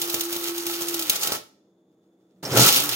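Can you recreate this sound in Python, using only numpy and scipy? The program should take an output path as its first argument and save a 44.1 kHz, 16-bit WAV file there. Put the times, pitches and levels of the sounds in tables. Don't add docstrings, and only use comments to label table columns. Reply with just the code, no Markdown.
import sys
import numpy as np
from scipy import signal
from scipy.fft import rfft, irfft
from scipy.io import wavfile
from scipy.ndimage import uniform_filter1d, map_coordinates

SR = 44100
rng = np.random.default_rng(int(sys.argv[2]) if len(sys.argv) > 2 else 0)


def nominal_scale(level):
    x = np.asarray(level, float) / 20
    return 10 ** x


def persist_wave(psi):
    counts = np.round(np.clip(psi, -1, 1) * 32767).astype(np.int16)
    wavfile.write(sys.argv[1], SR, np.atleast_2d(counts).T)


N = 130095


def unit(x):
    return x / np.sqrt(np.mean(x ** 2))


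def curve(rows, order):
    r = np.array(rows, float)
    return np.interp(np.arange(N) / SR, r[:, 0], r[:, order])


def colour(x, points):
    p, n = np.array(points, float), 4096
    hz = np.arange(n // 2 + 1) * SR / n
    shape_db = np.interp(np.log(hz + 1), np.log(p[:, 0]), p[:, 1])
    cepstrum = irfft(np.log(nominal_scale(shape_db)))
    cepstrum[1:n // 2] *= 2
    cepstrum[n // 2 + 1:] = 0
    response = irfft(np.exp(rfft(cepstrum)))
    x = np.atleast_2d(x)
    return signal.fftconvolve(x, response[None], axes=1)[:, :x.shape[1]]


def walk(rate):
    levels = rng.standard_normal(size=200)
    return unit(map_coordinates(levels, [np.arange(N) * rate / SR], order=3, mode="mirror"))


def ring(modes, scatter_db):
    t = np.arange(4000)[:, None] / SR
    hz, db, t60 = np.array(modes, float).T
    y = (nominal_scale(db + scatter_db) * np.sin(2 * np.pi * hz * t) * 1000. ** (-t / t60)).sum(axis=1)
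    return y / np.abs(y).max()


def filtered(x, order, hz, kind="low"):
    return signal.sosfilt(signal.butter(order, hz, kind, fs=SR, output="sos"), x)


def pan(db):
    return nominal_scale(np.array([[db], [-db]]) / 2)


# time in seconds, grit level in dB rms before its random swings,
# rattle level in dB above the grit.
CHURN_LEVELS = [(0, -32, -10), (.2, -35, -8.5), (.55, -35, -8.5), (1.07, -34, -9.5), (1.2, -31.5, -9.5),
                (1.36, -33.5, -5), (1.4, -50, -20), (1.45, -93, -4), (2.424, -85, 0), (2.429, -41, -0.5),
                (2.46, -34.5, -5.5), (2.5, -34.5, -7), (2.55, -30.5, 1.5), (2.575, -21, -5),
                (2.6, -17, -12), (2.67, -17, -6), (2.71, -18.5, -18.5), (2.78, -24, -10), (2.86, -30, -8),
                (2.95, -31, -8)]
# frequency in Hz, relative density in dB per Hz.
GRIT_SPECTRUM = [(880, -40), (1500, -16), (2200, -1.5), (3000, 4.5), (4330, 4.5), (6900, 3), (7700, -2),
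                 (10000, 3), (12000, 4.5), (14800, 2), (16000, 3.5)]
# frequency in Hz, relative density in dB per Hz.
RATTLE_SPECTRUM = [(85, -31), (125, -3.5), (226, -9.5), (390, 2.5), (500, -8), (893, 1), (1400, -13.5),
                   (1750, -7.5), (3250, -13.5)]
# frequency in Hz, width in Hz, level in dB re the rattle.
CAVITY_RESONANCES = [(428, 30, -15), (512, 30, -17), (1125, 30, -13), (1300, 120, -6)]
GRAINS_PER_S, GRAIN_S, GRAIN_SPREAD_DB = 2800, 0.00015, 4
GRAIN_SHARE = 0.62
TUMBLE_DB = 2.21
FLICKER_DB, FLICKER_HZ = 2.5, 4500
HISS_HZ, HISS_DB_PER_OCTAVE = 9200, 7


def churn():
    struck, size = rng.random((2, N))
    grains = (struck < GRAINS_PER_S / SR) * nominal_scale(-GRAIN_SPREAD_DB * np.log(1 - .98 * size))
    grains = signal.lfilter([1], [1, -np.exp(-1 / (GRAIN_S * SR))], grains)
    envelope = np.sqrt(GRAIN_SHARE * unit(grains) ** 2 + 1 - GRAIN_SHARE)
    grit_drive, rattle_drive = envelope * rng.standard_normal(size=(2, 3, N))

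    rattle = unit(colour(rattle_drive, RATTLE_SPECTRUM))
    for hz, width, db in CAVITY_RESONANCES:
        resonance = signal.lfilter(*signal.iirpeak(hz, hz / width, SR), rattle_drive)
        rattle = rattle + nominal_scale(db) * unit(resonance)

    grit = unit(colour(grit_drive, GRIT_SPECTRUM))
    dull = signal.sosfiltfilt(signal.butter(2, HISS_HZ, fs=SR, output="sos"), grit)
    under = signal.sosfiltfilt(signal.butter(2, FLICKER_HZ, fs=SR, output="sos"), dull)
    octaves = np.log2(curve(SHAFT_SPEED, order=1) / SHAFT_SPEED[0][1])
    lower = under * nominal_scale(FLICKER_DB * walk(55))
    middle = (dull - under) * nominal_scale(FLICKER_DB * walk(55))
    upper = (grit - dull) * nominal_scale(FLICKER_DB / 2 * walk(45) + HISS_DB_PER_OCTAVE * octaves)

    tumble = TUMBLE_DB * walk(35)
    level = curve(CHURN_LEVELS, order=1)
    rattle_level = level + curve(CHURN_LEVELS, order=2) + 0.43 * tumble + 0.79 * walk(20)
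    return nominal_scale(level + tumble) * (lower + middle + upper) + nominal_scale(rattle_level) * rattle


# start in seconds, peak of the crack in dB, thud in dB above the crack.
KNOCK_EVENTS = [(0.0157, -12.5, -21), (0.0979, -15, -24), (0.142, -11, -8.5), (0.208, -11.5, -27),
                (0.327, -15.5, -11.5), (0.3626, -16, -11.5), (0.4401, -19, -16), (0.5793, -16.5, -18.5),
                (0.6657, -14, -18), (0.8181, -17.5, -14.5), (0.884, -14, -19), (0.9424, -14.5, -13),
                (0.9931, -13.5, -12.5), (1.0229, -14, -29), (1.0965, -3, -19.5), (1.1587, -12.5, -31),
                (1.2318, -12, -46), (1.2717, -10.5, -12.5), (1.3202, -13, -3), (1.3487, -23, -24),
                (2.5718, -5, -8.5), (2.5946, -12, 6.5), (2.648, -7.5, -37), (2.6613, -4.5, -28),
                (2.681, -9, -8), (2.7248, -7, -38), (2.8, -10.5, -14), (2.8913, -12.5, -21)]
# frequency in Hz, relative level in dB before scatter, decay time t60 in seconds.
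CUP_MODES = [(3683, -3, 0.05), (4730, -5.5, 0.034), (5320, -2, 0.047), (6380, 6, 0.036), (6500, -7, 0.031),
             (7010, 6, 0.031), (8420, -5.5, 0.05), (12500, -11, .03), (14500, -0.5, .03)]
# frequency in Hz, relative level in dB, decay time t60 in seconds.
BASE_MODES = [(330, -3, .05), (430, -1, .04), (590, 0, .04), (850, -3, .03)]
CUP_SCATTER_DB, RING_DB = 7.5, -15
BITE_S, CRACK_S = 0.00034, 0.007


def knocks():
    t = np.arange(4000) / SR
    out = np.zeros((3, N + len(t)))
    envelope = np.exp(-t / CRACK_S) - np.exp(-t / BITE_S)
    for start, db, thud_db in KNOCK_EVENTS:
        crack = colour(rng.standard_normal((3, len(t))) * envelope, GRIT_SPECTRUM)
        scatter = CUP_SCATTER_DB * rng.standard_normal((3, len(CUP_MODES)))
        rings = np.array([ring(CUP_MODES, row) for row in scatter])
        thud = ring(BASE_MODES, rng.standard_normal(len(BASE_MODES)))
        hit = crack / np.abs(crack).max() + nominal_scale(RING_DB) * rings + nominal_scale(thud_db) * thud
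        i = int(start * SR)
        out[:, i:i + len(t)] += nominal_scale(db) * hit
    return out[:, :N]


# start in seconds, initial level in dB rms.
RASP_EVENTS = [(2.452, -34), (2.519, -32)]
RASP_HZ, RASP_DECAY_S = 5330, .012


def rasps():
    t = np.arange(N) / SR
    scrape = unit(signal.lfilter(*signal.iirpeak(RASP_HZ, 20, SR), rng.standard_normal(N)))
    return scrape * sum(nominal_scale(db) * (t > s) * np.exp(-np.abs(t - s) / RASP_DECAY_S) for s, db in RASP_EVENTS)


# time in seconds, frequency in Hz and level in dB rms, both before random wavering.
SHAFT_SPEED = [(0, 343, -37), (.15, 342, -34), (.92, 342, -35), (.985, 336, -34), (1.04, 327, -38.5),
               (1.065, 305, -45), (1.09, 297, -42), (1.12, 275, -99), (2.43, 39.95, -99), (2.68, 203, -60),
               (2.755, 250, -36), (2.81, 278, -52), (2.87, 301, -36.5), (2.95, 320, -60)]
# time in seconds, boom in dB rms before wavering,
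# rough rumble in dB rms.
BASE_SHAKE = [(2.424, -88, -89), (2.43, -53, -34), (2.49, -55, -34), (2.52, -25, -31), (2.55, -34, -21.5),
              (2.593, -18, -23), (2.63, -23.5, -26), (2.67, -42.5, -34.5), (2.95, -47.5, -49)]
BOOM_HZ = 125.2
MOTOR_PAN_DB = -0.5


def motor():
    whine_phase = 2 * np.pi * np.cumsum(curve(SHAFT_SPEED, order=1) * (1 + .003 * walk(28))) / SR
    whine = np.sin(whine_phase) * nominal_scale(1.8 * walk(27) + curve(SHAFT_SPEED, order=2))
    boom_phase = 2 * np.pi * np.cumsum(BOOM_HZ * (1 + 0.052 * walk(25))) / SR
    boom = np.sin(boom_phase) * nominal_scale(0.88 * walk(40) + curve(BASE_SHAKE, order=1))
    rumble = unit(filtered(rng.standard_normal(N), 2, [100, 600], "band"))
    rumble = rumble * nominal_scale(curve(BASE_SHAKE, order=2))
    return np.sqrt(2) * (whine * pan(MOTOR_PAN_DB) + boom) + rumble


PRESS_S, PRESS_SWELL_S, PRESS_DB = 2.385, 0.05, -60


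def press():
    t = np.arange(N) / SR
    modes = [(188, 0.0018, 0.16), *BASE_MODES[:2]]
    creak = signal.fftconvolve(rng.standard_normal(N), ring(modes, 0))[:N]
    return nominal_scale(PRESS_DB) * unit(creak) * np.exp(-((t - PRESS_S) / PRESS_SWELL_S) ** 2)


# frequency in Hz, level in dB rms before wavering.
FRIDGE_TONES = [(188.4, -72), (253.0, -81.5), (328.4, -69), (473.7, -77.5), (613.7, -81.5), (3499, -89.5)]
# frequency in Hz, relative density in dB per Hz.
AIR_SPECTRUM = [(40, -24), (329, 2.5), (516, -7.5), (810, -16), (990, -22), (2900, -43.5), (3520, -27),
                (4100, -42), (6000, -44), (6750, -28), (7400, -45.5), (16000, -48.5)]
AIR_DB = -64


def kitchen():
    t = np.arange(N) / SR
    hum = 0
    for hz, db in FRIDGE_TONES:
        level = np.sqrt(2) * nominal_scale(db + walk(26.0))
        hum = hum + level * np.sin(2 * np.pi * hz * t + 4.5 * walk(6.6))
    mid, side = (unit(colour(rng.standard_normal(N), AIR_SPECTRUM)[0]) for _ in range(2))
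    side = side - uniform_filter1d(side, size=40)
    return hum + nominal_scale(AIR_DB) * (mid + .6 * side * np.array([[1], [-1]]))


ROOM_T60_S, ROOM_TREBLE_T60_S, ROOM_DB, ROOM_DULL_HZ = 0.28, 0.31, -8, 9000
LATE_T60_S, LATE_DB, LATE_DULL_HZ = .6, -17.5, 7200


def room(dry):
    t = np.arange(SR // 2) / SR
    noise = rng.standard_normal(size=(3, len(t)))
    lows = filtered(noise, 2, 700)
    bass = lows[0] * 1000. ** (-t / ROOM_T60_S)
    treble = (noise - lows)[1:] * 1000. ** (-t / ROOM_TREBLE_T60_S)
    tail = filtered((bass + treble) * (t > .004), 1, ROOM_DULL_HZ)
    late = filtered(noise[:0:-1, ::-1], 4, LATE_DULL_HZ)
    tail = tail + nominal_scale(LATE_DB) * late * 1000. ** (-t / LATE_T60_S) * (t > .02)
    echo = nominal_scale(ROOM_DB) * tail / np.sqrt(np.sum(tail ** 2) / 2)
    return signal.fftconvolve(dry[None], echo, axes=1)[:, :N]


LAG_SAMPLES, PAN_DB = 6.14, -1
SIDES_DB, SIDES_HZ = 1, 815


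def scene():
    cup, *sides = churn() + knocks() + rasps()
    sides = filtered(sides, 2, SIDES_HZ, "high")
    f = np.fft.rfftfreq(N, 1 / SR)
    left = irfft(rfft(cup) * np.exp(-2j * np.pi * f * LAG_SAMPLES / SR), N)
    grinder = np.array([left, cup]) + nominal_scale(SIDES_DB) * sides + room(cup) + motor() + press()
    return grinder * pan(PAN_DB) + kitchen()


def band_limit(x):
    return signal.sosfilt(signal.butter(12, 16800, fs=SR, output="sos"), x)


MIC_LOW_HZ, TOP_HZ = 92, 16000


def record(dry):
    x = filtered(dry, 3, MIC_LOW_HZ, "high")
    x = signal.sosfilt(signal.ellip(10, .2, 70, TOP_HZ, fs=SR, output="sos"), x)
    mix = np.clip(x, -1, 1)
    return band_limit(mix)


dry = scene()
out = record(dry)
persist_wave(out)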